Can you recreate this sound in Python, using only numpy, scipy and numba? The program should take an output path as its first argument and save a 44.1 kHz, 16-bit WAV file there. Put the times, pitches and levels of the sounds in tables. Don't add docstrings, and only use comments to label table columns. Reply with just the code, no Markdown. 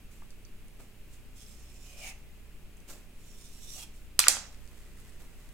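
import sys
import numpy as np
from scipy import signal
from scipy.fft import rfft, irfft, next_fast_len
from scipy.io import wavfile
from numba import njit

SR = 44100
rng = np.random.default_rng(int(sys.argv[2]) if len(sys.argv) > 2 else 0)


def generate_wav(signal):
    frames = np.transpose(np.atleast_2d(signal))
    scaled = np.clip(frames, -1, 1) * 32767
    pcm = np.round(scaled).astype(np.int16)
    wavfile.write(sys.argv[1], SR, pcm)


N = 244086
TIME = np.arange(N) / SR

# pitch_hz, rms_db
MOTOR_PARTIALS = [(29.6, -53.5), (59.6, -60), (89.5, -65.5), (119.8, -69), (150, -73), (180, -75),
                  (211, -71), (252, -74.5), (309, -79), (363, -76), (425.3, -75.5), (592.2, -80)]
# frequency_hz, level_db
AIR_COLOUR = [(12, 2), (22, -6.5), (42, -27), (120, -21.5), (240, -25.5), (450, -31.5), (900, -38),
              (1750, -38), (2600, -33), (3600, -41), (5800, -44.5), (7700, -43.5), (9500, -45),
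              (15500, -47)]
# start_s, level_db, rise_s, fall_s, thud_mix_db
BRUSHES = [(.105, -63, 0.013, 0.1, -20), (.79, -60, 0.01, 0.045, 1.5), (1.09, -60.5, 0.053, 0.031, -27),
           (2.872, -49, 0.029, 0.049, -3.5), (3.93, -63, .025, 0.081, -16.5),
           (5.19, -60.5, 0.014, 0.039, 1)]
# frequency_hz, level_db
BRUSH_COLOUR = [(300, -33.5), (1500, -5.5), (3500, -2), (5000, -3), (7700, 0.5), (10000, -4.5), (15500, -9)]
# frequency_hz, level_db
THUD_COLOUR = [(100, -14), (300, 7.5), (600, 5), (1200, 1), (2500, -4), (6000, -37)]
# start_s, level_db, peak_hz, spread_octaves
TICKS = [(0.2207, -46, 950, 0.8), (.306, -48, 6500, 0.83), (.45, -48.5, 5660, 0.27),
         (.683, -54.5, 7500, .9), (1.462, -50, 5300, .05), (2.77, -55, 7600, .35),
         (2.803, -57.5, 7040, .45), (4.5265, -53, 5980, 1.4), (4.5456, -51, 3030, 1.3),
         (4.676, -53, 5500, 0.62), (5.0008, -53, 10000, 0.77), (5.095, -52.5, 8540, 0.66)]
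# pitch_hz, level_db, t60_s
RING_MODES = [(1180, 4, 0.037), (2270, -8.5, 0.071), (3620, -6, 0.21), (4190, 1, 0.071), (4630, 0.5, 0.13),
              (6080, 5.5, 0.017), (7100, -6, 0.058), (6970, -14.5, 0.36), (7670, -1, 0.091),
              (8700, -7, .15), (9600, 0.5, 0.093), (11410, -14, 0.09), (13200, -6, .05)]
# start_s, fade_in_s, lift_s, slide_db, pull_db, pull_hold_s, rasp_db, rasp_swell_s,
# tip_pitch_ratio, edge_pitch_ratio
CUTS = [(1.343, 0.018, 2.1, -64.5, -49.5, 0.022, -45, 0.061, 0.928, .98),
        (3.125, 0.11, 3.836, -63, -50, 0.102, -52.5, 0.035, 1.117, 1.037)]
# centre_s, boost_db, half_length_s
PUSHES = [(1.395, 7, 0.042), (1.492, 6.5, 0.07), (1.84, 3.5, 0.022), (3.448, 5, .06)]
# pitch_hz, width_hz, level_db
EDGE_MODES = [(3550, 620, -4), (5350, 320, -3), (5600, 510, -4.5), (6500, 400, -2), (7420, 710, -2),
              (8460, 710, -3), (9360, 870, -3.5), (11800, 4600, -4.5)]
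# pitch_hz, width_hz, level_db
TIP_MODES = [(2380, 400, 0.5), (2720, 460, 0)]
# pitch_hz, width_hz, level_db
BOARD_MODES = [(566, 300, -9), (738, 250, 3), (1180, 290, -4.5)]
# frequency_hz, level_db
GRIT_COLOUR = [(500, -14), (1500, -8), (4200, 1.5), (7500, 1.5), (11000, -3.5), (14000, -11), (15500, -6)]
# start_s, level_db, peak_hz, spread_octaves, send_db, knock_mix_db, knock_hz
CLATTER = [(4.1914, -10.5, 3616, 1.7, -7, -8.5, 1200), (4.1926, -6.5, 7350, 1.05, -10, -23, 1200),
           (4.2013, -14, 7200, 1.6, -12.5, -20, 1200), (4.2396, -20.5, 2020, 0.61, -9.5, -22, 1200),
           (4.269, -18, 1750, .71, -12, -12, 749), (4.283, -2.5, 6780, 0.82, -9.5, -32.5, 260),
           (4.2846, -16.5, 2493, 1.7, -4.5, -16.5, 601), (4.3683, -29, 1790, 1.7, -9.5, -10, 750)]
# frequency_hz, level_db
ROLL_COLOUR = [(300, 2), (900, -5), (1700, -1.5), (2020, 3), (2400, -11), (3200, -5), (5500, -8.5),
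               (8000, -5.5), (15000, -16)]
# frequency_hz, t60_s
ROOM_T60 = [(200, .6), (700, 0.525), (2000, 0.39), (5500, 0.4), (8000, 0.23), (12000, 0.27), (16000, 0.19)]
# frequency_hz, correlation_ratio
MIC_LIKENESS = [(100, 0.68), (700, 0.65), (1500, 0.7), (3000, 0.1), (5500, 0), (8000, 0.9), (14000, 0.98)]
# frequency_hz, left_over_right_db, left_lag_radians
MIC_IMAGE = [(99.5, 0, 0), (978, 0.5, 0.032), (3000, 0, 0.71), (5470, -6.5, 0.59), (7930, -9, 0.012),
             (13870, 9.5, 0)]


def amp(db):
    return np.exp(np.asarray(db) * (np.log(10) / 20))


def unit(x):
    return x / np.sqrt(np.mean(x ** 2))


def at_hz(points, hz):
    f, value = np.transpose(points)
    return np.interp(np.log(np.maximum(hz, 1)), np.log(f), value)


def bins(x):
    return np.fft.rfftfreq(next_fast_len(x.shape[-1], True), 1 / SR)


def filtered(x, gain):
    size = next_fast_len(x.shape[-1], True)
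    return irfft(rfft(x, size) * gain, size)[..., :x.shape[-1]]


def colour(x, curve):
    return unit(filtered(x, amp(at_hz(curve, bins(x)))))


def pair(two):
    like = np.clip(at_hz(MIC_LIKENESS, bins(two)), 0, 1)
    mid, side = filtered(two, np.sqrt([(1 + like) / 2, (1 - like) / 2]))
    return np.array([mid + side, mid - side])


def walk(rate_hz):
    step = max(int(SR / rate_hz), 2)
    levels = rng.standard_normal(N // step + 2)
    ease = np.sin(np.pi / 2 * np.arange(step) / step) ** 2
    return unit((levels[:-1, None] + np.diff(levels)[:, None] * ease).ravel()[:N])


def fade(start_s, rise_s):
    return np.clip((TIME - start_s) / rise_s, 0, 1)


def add(out, start_s, sound):
    i = int(start_s * SR)
    out[:, i:i + sound.shape[1]] += sound[:, :N - i]


def motor_hum(waver_db=1.45, wobble_radians=0.51, beat_depth=.55, beat_s=2.55, lull_s=.6, pan_db=-1.5):
    beat = np.abs(1 - beat_depth * np.exp(2j * np.pi * (TIME - lull_s) / beat_s))
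    hum = 0
    for hz, db in MOTOR_PARTIALS:
        beating = beat if 55 < hz < 65 else 1
        phase = 2 * np.pi * (hz * TIME + rng.random()) + wobble_radians * walk(7)
        hum = hum + beating * amp(db + waver_db * walk(9.8)) * np.sqrt(2) * np.sin(phase)
    return hum * amp([[pan_db / 2], [-pan_db / 2]])


def air(level_db=-48.5):
    return amp(level_db) * colour(pair(rng.standard_normal((2, N))), AIR_COLOUR)


def slips(per_s, scatter_db):
    count = int(per_s * N / SR)
    scatter = amp(scatter_db * np.minimum(rng.exponential(size=(2, count)), 5))
    sizes = scatter * rng.standard_normal((2, count))
    return pair(np.array([np.bincount(rng.integers(0, N, count), row, N) for row in sizes]))


def brushes():
    hiss = colour(slips(12000, 1.6), BRUSH_COLOUR)
    thud = colour(slips(4000, 1.6), THUD_COLOUR)
    out = 0
    for start_s, db, rise_s, fall_s, thud_db in BRUSHES:
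        press = fade(start_s, rise_s) * np.exp(-np.maximum(TIME - start_s - rise_s, 0) / fall_s)
        out = out + amp(db) * press * (hiss + amp(thud_db) * thud)
    return out


def kitchen_reverb(send, predelay_s=0.0027, size=32768):
    t, noise = TIME[:size], pair(rng.standard_normal((2, size)))
    centres = np.geomspace(200, 16000, 10)
    tail = 0
    for hz, weights in zip(centres, np.eye(len(centres))):
        band = filtered(noise, at_hz(np.c_[centres, weights], bins(noise)))
        tail = tail + band * np.exp(-np.log(1000) * t / at_hz(ROOM_T60, hz))
    tail = unit(tail * np.clip(t / predelay_s - 1, 0, 1)) / np.sqrt(size)
    return signal.fftconvolve(send[:1], tail, axes=1)[:, :N]


def hit(peak_hz, octaves, crack_t60, ring_db, top_hz=11000, size=8192):
    t = TIME[:size]
    crack = unit(pair(rng.standard_normal((2, size))) * np.exp(-np.log(1000) * t / crack_t60))
    phases = rng.uniform(0, 2 * np.pi, (len(RING_MODES), 2, 1))
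    ring = sum(amp(db) * np.exp(-np.log(1000) * t / t60) * np.sin(2 * np.pi * hz * t + phase)
               for (hz, db, t60), phase in zip(RING_MODES, phases))
    hump = -2 * np.log1p((np.log2((bins(t) + 1) / peak_hz) / octaves) ** 2 / 2)
    top_loss = np.log1p((bins(t) / top_hz) ** 7) / 2
    cepstrum = irfft(hump - top_loss, size) * (1 + np.sign(size / 2 - np.arange(size)))
    cepstrum[0] /= 2
    sound = filtered(crack + amp(ring_db) * unit(pair(ring)), np.exp(rfft(cepstrum)))
    return unit(sound) * np.sqrt(SR / 1000 / size)


def sticky_ticks():
    out = np.zeros((2, N))
    for start_s, db, hz, octaves in TICKS:
        add(out, start_s, amp(db) * hit(hz, octaves, crack_t60=0.0033 + 9 / hz, ring_db=-7.5))
    return out


def swell(end_s, grow_s, hold_s, release_s):
    to_peak, past_end = np.maximum(end_s - hold_s - TIME, 0), np.maximum(TIME - end_s, 0)
    return np.exp(-to_peak / grow_s - past_end / release_s)


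def strokes(release_s=0.0071, drag_db=-64.5, drag_db_per_s=20, run_out_s=.11):
    edge, tip, edge_ratio, tip_ratio, board_ratio = 0, 0, 1, 1, 1
    for start, entry, lift, slide_db, pull_db, hold, rasp_db, rasp_swell, tip_pitch, edge_pitch in CUTS:
        remaining_s = np.maximum(lift - TIME, 0)
        touch = fade(start, entry) * np.exp(-np.maximum(TIME - lift, 0) / release_s)
        pull = amp(pull_db) * swell(lift, grow_s=0.077, hold_s=hold, release_s=np.inf)
        edge = edge + touch * (amp(slide_db) + pull)
        drag = touch * amp(drag_db - drag_db_per_s * remaining_s)
        tip = tip + drag + amp(rasp_db) * swell(lift, rasp_swell, hold_s=0.044, release_s=.018)
        begun, to_go = TIME > start, np.minimum(remaining_s / run_out_s, 1)
        edge_ratio = np.where(begun, edge_pitch, edge_ratio)
        tip_ratio = np.where(begun, tip_pitch * (1 + 0.15 * to_go), tip_ratio)
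        board_ratio = np.where(begun, 1.06 * (1 - 0.21 * to_go), board_ratio)
    push_db = sum(db * np.exp(-((TIME - centre) / half) ** 2) for centre, db, half in PUSHES)
    return edge * amp(push_db), tip, edge_ratio, tip_ratio, board_ratio


@njit
def bandpass(x, hz, width):
    y = np.empty_like(x)
    band, low = np.zeros(2), np.zeros(2)
    for i in range(x.shape[1]):
        g, k = np.tan(np.pi * hz[i] / SR), width / hz[i]
        for c in range(2):
            v = (band[c] + g * (x[c, i] - low[c])) / (1 + g * (g + k))
            band[c], low[c], y[c, i] = 2 * v - band[c], low[c] + 2 * g * v, k * v
    return y


def resonate(x, modes, ratio, drift, swell_db):
    out = 0
    for hz, width, db in modes:
        centre = np.minimum(hz * ratio * (1 + drift * walk(12)), .45 * SR)
        band = bandpass(bandpass(x, centre, float(width)), centre, float(width))
        out = out + unit(band) * amp(db + swell_db * walk(21.98))
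    return unit(out)


def cutting(edge_db=-1.36, hiss_db=-6, tip_db=-0.6, board_db=-10, grit_db=-10, judder_db=1.36):
    edge_gain, tip_gain, edge_ratio, tip_ratio, board_ratio = strokes()
    friction = slips(9000, 1.7)
    edge = resonate(friction, EDGE_MODES, edge_ratio, drift=.025, swell_db=2.2)
    tip = resonate(friction, TIP_MODES, tip_ratio, drift=0.013, swell_db=1.0)
    board = resonate(friction, BOARD_MODES, board_ratio, drift=0.035, swell_db=1.5)
    grit = colour(slips(6000, 1.5), GRIT_COLOUR)
    slide = amp(edge_db) * edge + amp(hiss_db) * grit
    rasp = amp(tip_db) * tip + amp(board_db) * board + amp(grit_db) * grit
    return (edge_gain * slide + tip_gain * rasp) * amp(judder_db * walk(60))


def dropped_knife(knock_send_db=-5.5):
    direct, send = np.zeros((2, 2, N))
    for start_s, db, hz, octaves, send_db, knock_db, knock_hz in CLATTER:
        add(direct, start_s, amp(db) * hit(hz, octaves, crack_t60=0.0097, ring_db=-17))
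        add(send, start_s, amp(db + send_db) * hit(hz, octaves, crack_t60=0.00041, ring_db=-21.5))
        knock = amp(db + knock_db) * hit(knock_hz, octaves=0.49, crack_t60=0.013, ring_db=-11.5)
        add(direct, start_s, knock)
        add(send, start_s, amp(knock_send_db) * knock)
    return direct, send


def rolling(start_s=4.46, rise_s=0.17, level_db=-63.5, sag_db_per_s=2, flutter_db=1.43):
    pressure = amp(level_db - sag_db_per_s * (TIME - start_s) + flutter_db * walk(22))
    return colour(slips(2700, 2.3), ROLL_COLOUR) * fade(start_s, rise_s) * pressure


def microphones(x):
    balance_db, lag = (at_hz(np.array(MIC_IMAGE)[:, [0, k]], bins(x)) for k in (1, 2))
    return filtered(x, np.array([amp(balance_db / 2) * np.exp(-1j * lag), amp(-balance_db / 2)]))


def scene(work_send_db=-10.5):
    work = cutting() + brushes() + rolling() + sticky_ticks()
    clatter, clatter_send = dropped_knife()
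    reverb = kitchen_reverb(clatter_send + amp(work_send_db) * work)
    return microphones(work + clatter + reverb) + motor_hum() + air()


def record(dry):
    high_cut = signal.ellip(10, .2, 80, 15800, fs=SR, output="sos")
    return signal.sosfilt(high_cut, np.clip(dry, -1, 1))


dry = scene()
out = record(dry)
generate_wav(out)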